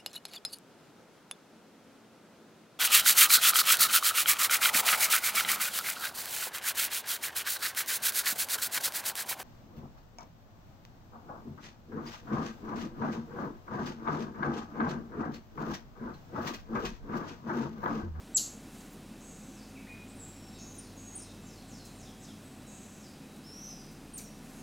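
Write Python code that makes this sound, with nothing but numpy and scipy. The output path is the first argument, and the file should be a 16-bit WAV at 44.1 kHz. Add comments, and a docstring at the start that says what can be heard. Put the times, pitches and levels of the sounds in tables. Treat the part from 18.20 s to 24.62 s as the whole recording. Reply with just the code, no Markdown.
"""Two tamarins feed at a forest edge and give thin chirps that hold high, then dive and turn harsh.
Small birds buzz and whistle further off, smeared by reflections from the foliage.
Twigs tick and leaves rustle as the animals move. Distant engines drone under a steady hiss. Mono."""
import sys
import numpy as np
from scipy import signal
from scipy.fft import rfft, irfft
from scipy.io import wavfile

SR = 44100
rng = np.random.default_rng(int(sys.argv[2]) if len(sys.argv) > 2 else 0)


def unload_audio(sound):
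    """Save the sound as a 16-bit wav file, at the path given as the first command line argument."""
    columns = np.transpose(np.atleast_2d(sound))
    # keep every value between -1 and 1, then stretch to whole-number steps
    steps = np.round(np.clip(columns, -1, 1) * 32767)
    wavfile.write(sys.argv[1], SR, steps.astype(np.int16))


N = 283122
TIME = np.arange(N) / SR

# tamarin chirps: (time [s], mid-dive after [s], length [s], dive constant [s], opening rise [Hz],
# top [Hz], bottom [Hz], level before mouth [dB], harsh below [Hz], octave gain [dB])
TAMARIN_CHIRPS = [(.1455, .0300, .043, .004, 0, 7720, 2400, -19, 6400, -8),
                  (.590, .021, .034, .004, 0, 8200, 3700, -55, 6500, -8),
                  (.700, .037, .050, .004, 0, 7550, 3800, -63, 8500, 7),
                  (2.581, .017, .018, .0012, 330, 9270, 7000, -39, 6500, -30),
                  (2.951, .030, .033, .0013, 330, 9060, 7000, -35, 6500, -30),
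                  (4.030, .017, .030, .004, 0, 8500, 3400, -51, 6500, -14),
                  (5.934, .050, .066, .0045, 350, 9000, 1900, -39.5, 8200, 0)]
# mouth response: (frequency [Hz], gain [dB])
MOUTH_RESPONSE = [(1800, 2), (2700, -24.5), (3400, -22), (4300, -7.5), (5200, -13.5), (6600, -1.5),
                  (7700, -7), (9000, -6.5), (12000, -4), (16000, -14)]
# feeder and trunk reflections: (delay [s], gain [ratio])
REFLECTIONS = [(.0068, 0.3), (0.0107, 0.15)]
# far buzzing songs: (time [s], level [dB])
FAR_SONGS = [(1.005, -56), (4.465, -55.5)]
# far two-voiced slurs: (time [s], length [s], top [Hz], bottom [Hz], level [dB])
FAR_SLURS = [(2.55, .15, 6500, 4080, -62), (2.976, 0.12, 6500, 3640, -57), (3.252, .15, 7500, 4160, -59),
             (3.48, 0.16, 8300, 4010, -56), (3.783, .115, 7920, 3230, -57),
             (3.996, 0.12, 8330, 3210, -57.5)]
# far gliding chips: (time [s], length [s], first [Hz], last [Hz], level [dB])
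FAR_CHIPS = [(1.875, 0.033, 6670, 8600, -58.5), (1.95, 0.043, 9800, 8050, -59.5),
             (1.992, .051, 7940, 7340, -48), (5.98, .10, 6040, 5560, -60)]
# far held notes: (time [s], length [s], pitch [Hz], level [dB], warble depth [Hz])
FAR_HELD = [(2.12, .087, 5550, -66, 199.3), (2.22, 0.056, 5460, -58.5, 70), (2.26, 0.064, 7540, -62, 60),
            (2.335, .045, 3820, -60, 150), (2.34, 0.047, 4800, -60, 500), (2.385, .057, 5500, -59, 130),
            (2.385, 0.065, 6560, -51.5, 282), (2.46, 0.1, 6720, -58, 450), (2.765, 0.18, 6600, -56, 172),
            (2.775, 0.22, 7360, -60, 850), (3.22, 0.07, 7400, -62, 110), (3.71, .09, 8850, -67, 150),
            (3.71, .042, 7370, -63, 80), (4.235, .05, 7930, -61.5, 250), (5.01, 0.037, 2500, -64, 30),
            (6.36, .055, 6500, -62, 150)]
# near low whistles: (time [s], length [s], first [Hz], last [Hz], level [dB])
NEAR_WHISTLES = [(1.553, .032, 2766, 2140, -54), (1.598, 0.017, 2700, 2150, -61),
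                 (1.668, 0.023, 1730, 2420, -54), (1.688, 0.044, 2445, 2470, -52),
                 (1.745, .075, 2462, 2470, -58.5)]
# end of the climbing phrase: (time [s], length [s], pitch [Hz], level [dB], warble depth [Hz])
CLOSING_NOTES = [(5.447, 0.083, 5470, -54.5, 404), (5.585, 0.052, 4990, -58, 120)]
# twig ticks: (time [s], level before high-pass [dB], high-pass [Hz])
TWIG_TICKS = [(1.485, -60, 7000), (2.078, -57, 7000), (2.548, -53, 11000), (3.652, -52, 3500),
              (5.16, -56, 10000), (5.712, -55, 10500)]
# tick spectrum: (frequency [Hz], relative density [dB])
TICK_SPECTRUM = [(4000, -10), (6500, 7), (10000, -4), (15000, -9)]
# leaf rustles: (peak time [s], rise [s], fall [s], level [dB])
LEAF_RUSTLES = [(.61, 0.18, 0.1, -58.5), (4.33, .2, .2, -69), (6.36, .2, 0.17, -59)]
# rustle spectrum: (frequency [Hz], relative density [dB])
LEAF_SPECTRUM = [(800, -1.5), (1800, 2), (4000, -6.5), (7500, -0.5), (12000, -4.5), (15500, -13)]
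# distant engines, one curve each: (time [s], pitch [Hz], level [dB])
ENGINE_CURVES = [
    [(0, 41.1, -60.5), (3.9, 40.6, -59.5), (4.25, 39.7, -67), (4.45, 41.6, -61.5), (4.8, 47.75, -72),
     (5.3, 44, -64), (5.55, 37, -59), (6.42, 33.5, -60)],
    [(0, 96.4, -67), (.7, 90, -70.5), (1.1, 92, -62.5), (1.4, 95.6, -65.5), (1.75, 97, -58.5),
     (2.8, 96.5, -56.5), (4.1, 99, -61), (5.0, 92.3, -65), (6.42, 91, -67)],
    [(3.4, 129, -77), (3.8, 129, -60.5), (5.3, 138, -67), (5.8, 150.4, -60), (6.42, 153.4, -59)],
]
# steady drone and whine: (pitch [Hz], level [dB], width [Hz])
DRONE_TONES = [(210, -60, 2), (266, -62, 4), (759, -71, 3), (1459, -78, 5), (2460, -80, 8), (2626, -75, 7),
               (3900, -75, 100)]
# far rumble and hiss: (frequency [Hz], relative density [dB])
AIR_SPECTRUM = [(22, -12), (50, -20.5), (75, -5.5), (110, -7), (150, 0), (250, 1), (330, -4), (410, -8.5),
                (600, -11.5), (900, -15.5), (1900, -21), (3200, -22.5), (5000, -25), (9000, -26.5),
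                (15800, -35.5)]


def tamarins(rise_s=.007, fall_s=.006, harsh_ramp_hz=350):
    """Each chirp swells on its top pitch, then dives; the mouth colours each partial as it sweeps."""
    out = np.zeros(N)
    mouth_hz, mouth_db = np.transpose(MOUTH_RESPONSE)
    for s, hold_s, length_s, dive_s, rise_hz, top_hz, bottom_hz, db, harsh_hz, oct_db in TAMARIN_CHIRPS:
        t = TIME[:int(length_s * SR)]
        fallen = (1 + np.tanh((t - hold_s) / (2 * dive_s))) / 2
        hold_left = np.clip(1 - t / hold_s, 0, 1)
        hz = top_hz + (bottom_hz - top_hz) * fallen - rise_hz * hold_left ** 4
        first, second = [from_db(np.interp(k * hz, mouth_hz, mouth_db)) * tone(k * hz) for k in (1, 2)]
        harsh = np.clip((harsh_hz - hz) / harsh_ramp_hz, .02, 1)
        octave = from_db(oct_db) * harsh * (1 - fallen ** 10) * second   # gives out at the bottom
        add(out, s, from_db(db) * swell(t, rise_s, fall_s) * (first + octave))
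    echoes = sum(gain * np.interp(TIME - delay_s, TIME, out) for delay_s, gain in REFLECTIONS)
    return out + echoes + from_db(-3.5) * foliage(out, t60_s=.37, build_s=.007)


def birds(notes, buzz_hz, octave_db, edge_s, bright_hz=5400, bright_width_hz=700):
    """Whistles bend through three pitches; a quick, uneven warble makes them buzz."""
    out = np.zeros(N)
    warble = tone(buzz_hz * (1 + .16 * drift(60))) / np.sqrt(2) + .244 * drift(500)
    for s, length_s, first_hz, middle_hz, last_hz, db, depth_hz in notes:
        t = TIME[:int(length_s * SR)]
        bend = np.polyfit([0, .5, 1], [first_hz, middle_hz, last_hz], 2)
        hz = np.polyval(bend, t / length_s) + depth_hz * np.interp(s + t, TIME, warble)
        # the beak passes the octave only around one pitch
        octave = from_db(octave_db) / (1 + ((hz - bright_hz) / bright_width_hz) ** 2) * tone(2 * hz)
        add(out, s, from_db(db) * swell(t, edge_s, edge_s) * (tone(hz) + octave))
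    return out


def glide(s, length_s, first_hz, last_hz, db, depth_hz, midway=.46):
    """One bird note; `midway` is the share of the glide left at half time."""
    return s, length_s, first_hz, last_hz + midway * (first_hz - last_hz), last_hz, db, depth_hz


def held(rows):
    """Bird notes on one pitch each."""
    return [glide(s, length_s, hz, hz, db, depth_hz) for s, length_s, hz, db, depth_hz in rows]


def near_birds():
    """Low whistles and a climbing phrase, direct and off the leaves."""
    whistles = [glide(*row, depth_hz=12) for row in NEAR_WHISTLES]
    direct = birds(whistles + climbing_phrase(), buzz_hz=67.7, octave_db=-15, edge_s=.0045)
    return from_db(-3.5) * direct + from_db(-.5) * foliage(direct, t60_s=.71, build_s=.011)


def climbing_phrase(s=5.238, hz=5400, db=-53, scoop_s=.022, step_s=.074, step_hz=301, step_db=2.4):
    """A scoop, three steps, each higher, louder and rougher, then two sinking notes."""
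    scoop = glide(s, scoop_s, hz - 650, hz, db - 4, depth_hz=12, midway=.33)
    steps = [(s + scoop_s + k * step_s, step_s, hz + k * step_hz, db + k * step_db, 120 + 25 * k)
             for k in range(3)]
    return [scoop] + held(steps + CLOSING_NOTES)


def far_birds():
    """Songs, slurs, chips and held notes; at this range more arrives by way of the leaves."""
    songs = [note for row in FAR_SONGS for note in buzz_song(*row)]
    slurs = [note for row in FAR_SLURS for note in slur(*row)]
    chips = [glide(*row, depth_hz=200, midway=.4) for row in FAR_CHIPS]
    direct = birds(songs + slurs + chips + held(FAR_HELD), buzz_hz=140.3, octave_db=-23, edge_s=.0033)
    return from_db(-6) * direct + from_db(-1) * foliage(direct, t60_s=.71, build_s=.0033)


def buzz_song(s, db, hz=7290, depth_hz=867, sag_hz=450, loud_s=.125, soft_s=.235):
    """A loud buzz, a softer sagging buzz, a short drop."""
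    return [glide(s, loud_s, hz, hz, db, depth_hz),
            glide(s + loud_s, soft_s, hz, hz - sag_hz, db - 5.5, 1.12 * depth_hz),
            glide(s + loud_s + soft_s, .055, first_hz=5600, last_hz=4470, db=db - 3.5, depth_hz=150)]


def slur(s, length_s, top_hz, bottom_hz, db, break_hz=5010, landing_hz=748):
    """A warbling upper voice falls and levels out; a purer lower voice finishes the fall."""
    upper_s = .55 * length_s
    lower_s = length_s - upper_s
    return [glide(s, upper_s, top_hz, break_hz, db, depth_hz=222, midway=.3),
            glide(s + upper_s, lower_s, bottom_hz + landing_hz, bottom_hz, db - 4, 60, midway=.3)]


def twigs(decay_s=.031):
    """Dry ticks as the animals shift; thinner twigs tick higher."""
    out, crackle = np.zeros(N), noise(TICK_SPECTRUM)
    t = TIME[:SR // 10]
    for s, db, lowest_hz in TWIG_TICKS:
        snap = crackle[int(s * SR):][:len(t)] * np.exp(-t / decay_s)
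        highpass = signal.butter(2, lowest_hz, "high", fs=SR, output="sos")
        add(out, s, from_db(db) * signal.sosfilt(highpass, snap))
    return out


def leaves(flicker_db=1.3):
    """Leaves stirred by the animals: swells of flickering noise."""
    stir = sum(from_db(db) * np.exp(-((TIME - s) / np.where(TIME < s, rise_s, fall_s)) ** 2)
               for s, rise_s, fall_s, db in LEAF_RUSTLES)
    return stir * from_db(flicker_db * drift(90)) * noise(LEAF_SPECTRUM)


def foliage(x, t60_s, build_s):
    """Dense reflections off leaves and trunks build and decay; unit-energy response."""
    t = TIME[:SR]
    build = 1 - np.exp(-(t / build_s) ** 2)
    tail = rng.standard_normal(SR) * from_db(-60 * t / t60_s) * build
    return signal.fftconvolve(x, tail / np.sqrt(np.sum(tail ** 2)))[:N]


def engines(waver_db=.18):
    """Distant engines: one low, wandering tone each."""
    out = np.zeros(N)
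    for curve in ENGINE_CURVES:
        s, *columns = np.transpose(curve)
        hz, db = [np.interp(TIME, s, column) for column in columns]
        out += from_db(db + waver_db * drift(3.6)) * tone(hz)
    return out


def drones(waver_db=2.0):
    """Drone and whine: narrow tones wavering in pitch and level."""
    return sum(from_db(db + waver_db * drift(7.8)) * tone(hz + width_hz / 2 * drift(4 * width_hz))
               for hz, db, width_hz in DRONE_TONES)


def air(level_db=-50.5):
    """Steady far rumble and hiss."""
    return from_db(level_db) * noise(AIR_SPECTRUM)


def from_db(db):
    """Decibels to gain."""
    return 10 ** (np.asarray(db) / 20)


def rms_one(x):
    """Scale to rms 1."""
    return x / np.sqrt(np.mean(x ** 2) + 1e-20)


def add(out, s, sound):
    """Mix a sound in at time s."""
    start = max(0, int(s * SR))
    out[start:start + len(sound)] += sound[:max(0, N - start)]


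def drift(rate_hz):
    """Random wander; rms 1."""
    knots = rng.standard_normal(int(rate_hz * N / SR) + 2)
    return rms_one(np.interp(TIME * rate_hz, np.arange(len(knots)), knots))


def noise(spectrum):
    """Shaped noise; rms 1."""
    hz, db = np.transpose(spectrum)
    bins_hz = np.maximum(np.arange(N // 2 + 1) * SR / N, 1)
    gain = from_db(np.interp(np.log(bins_hz), np.log(hz), db))
    return rms_one(irfft(rfft(rng.standard_normal(N)) * gain, N))


def tone(hz):
    """Sine on a pitch curve; rms 1."""
    return np.sqrt(2) * np.sin(2 * np.pi * np.cumsum(hz) / SR)


def swell(t, rise_s, fall_s):
    """Note envelope with rounded ends."""
    rise = np.sin(np.pi / 2 * np.clip(t / rise_s, 0, 1))
    fall = np.sin(np.pi / 2 * np.clip((t[-1] - t) / fall_s, 0, 1))
    return rise * fall


def scene():
    """All sources at one point; two identical channels."""
    mono = tamarins() + near_birds() + far_birds() + twigs() + leaves() + engines() + drones() + air()
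    return np.array([mono, mono])


def record(dry):
    """Steep low-pass at 15.9 kHz."""
    return signal.sosfilt(signal.ellip(12, .1, 70, 15900, fs=SR, output="sos"), dry)


dry = scene()
out = record(dry)
unload_audio(out)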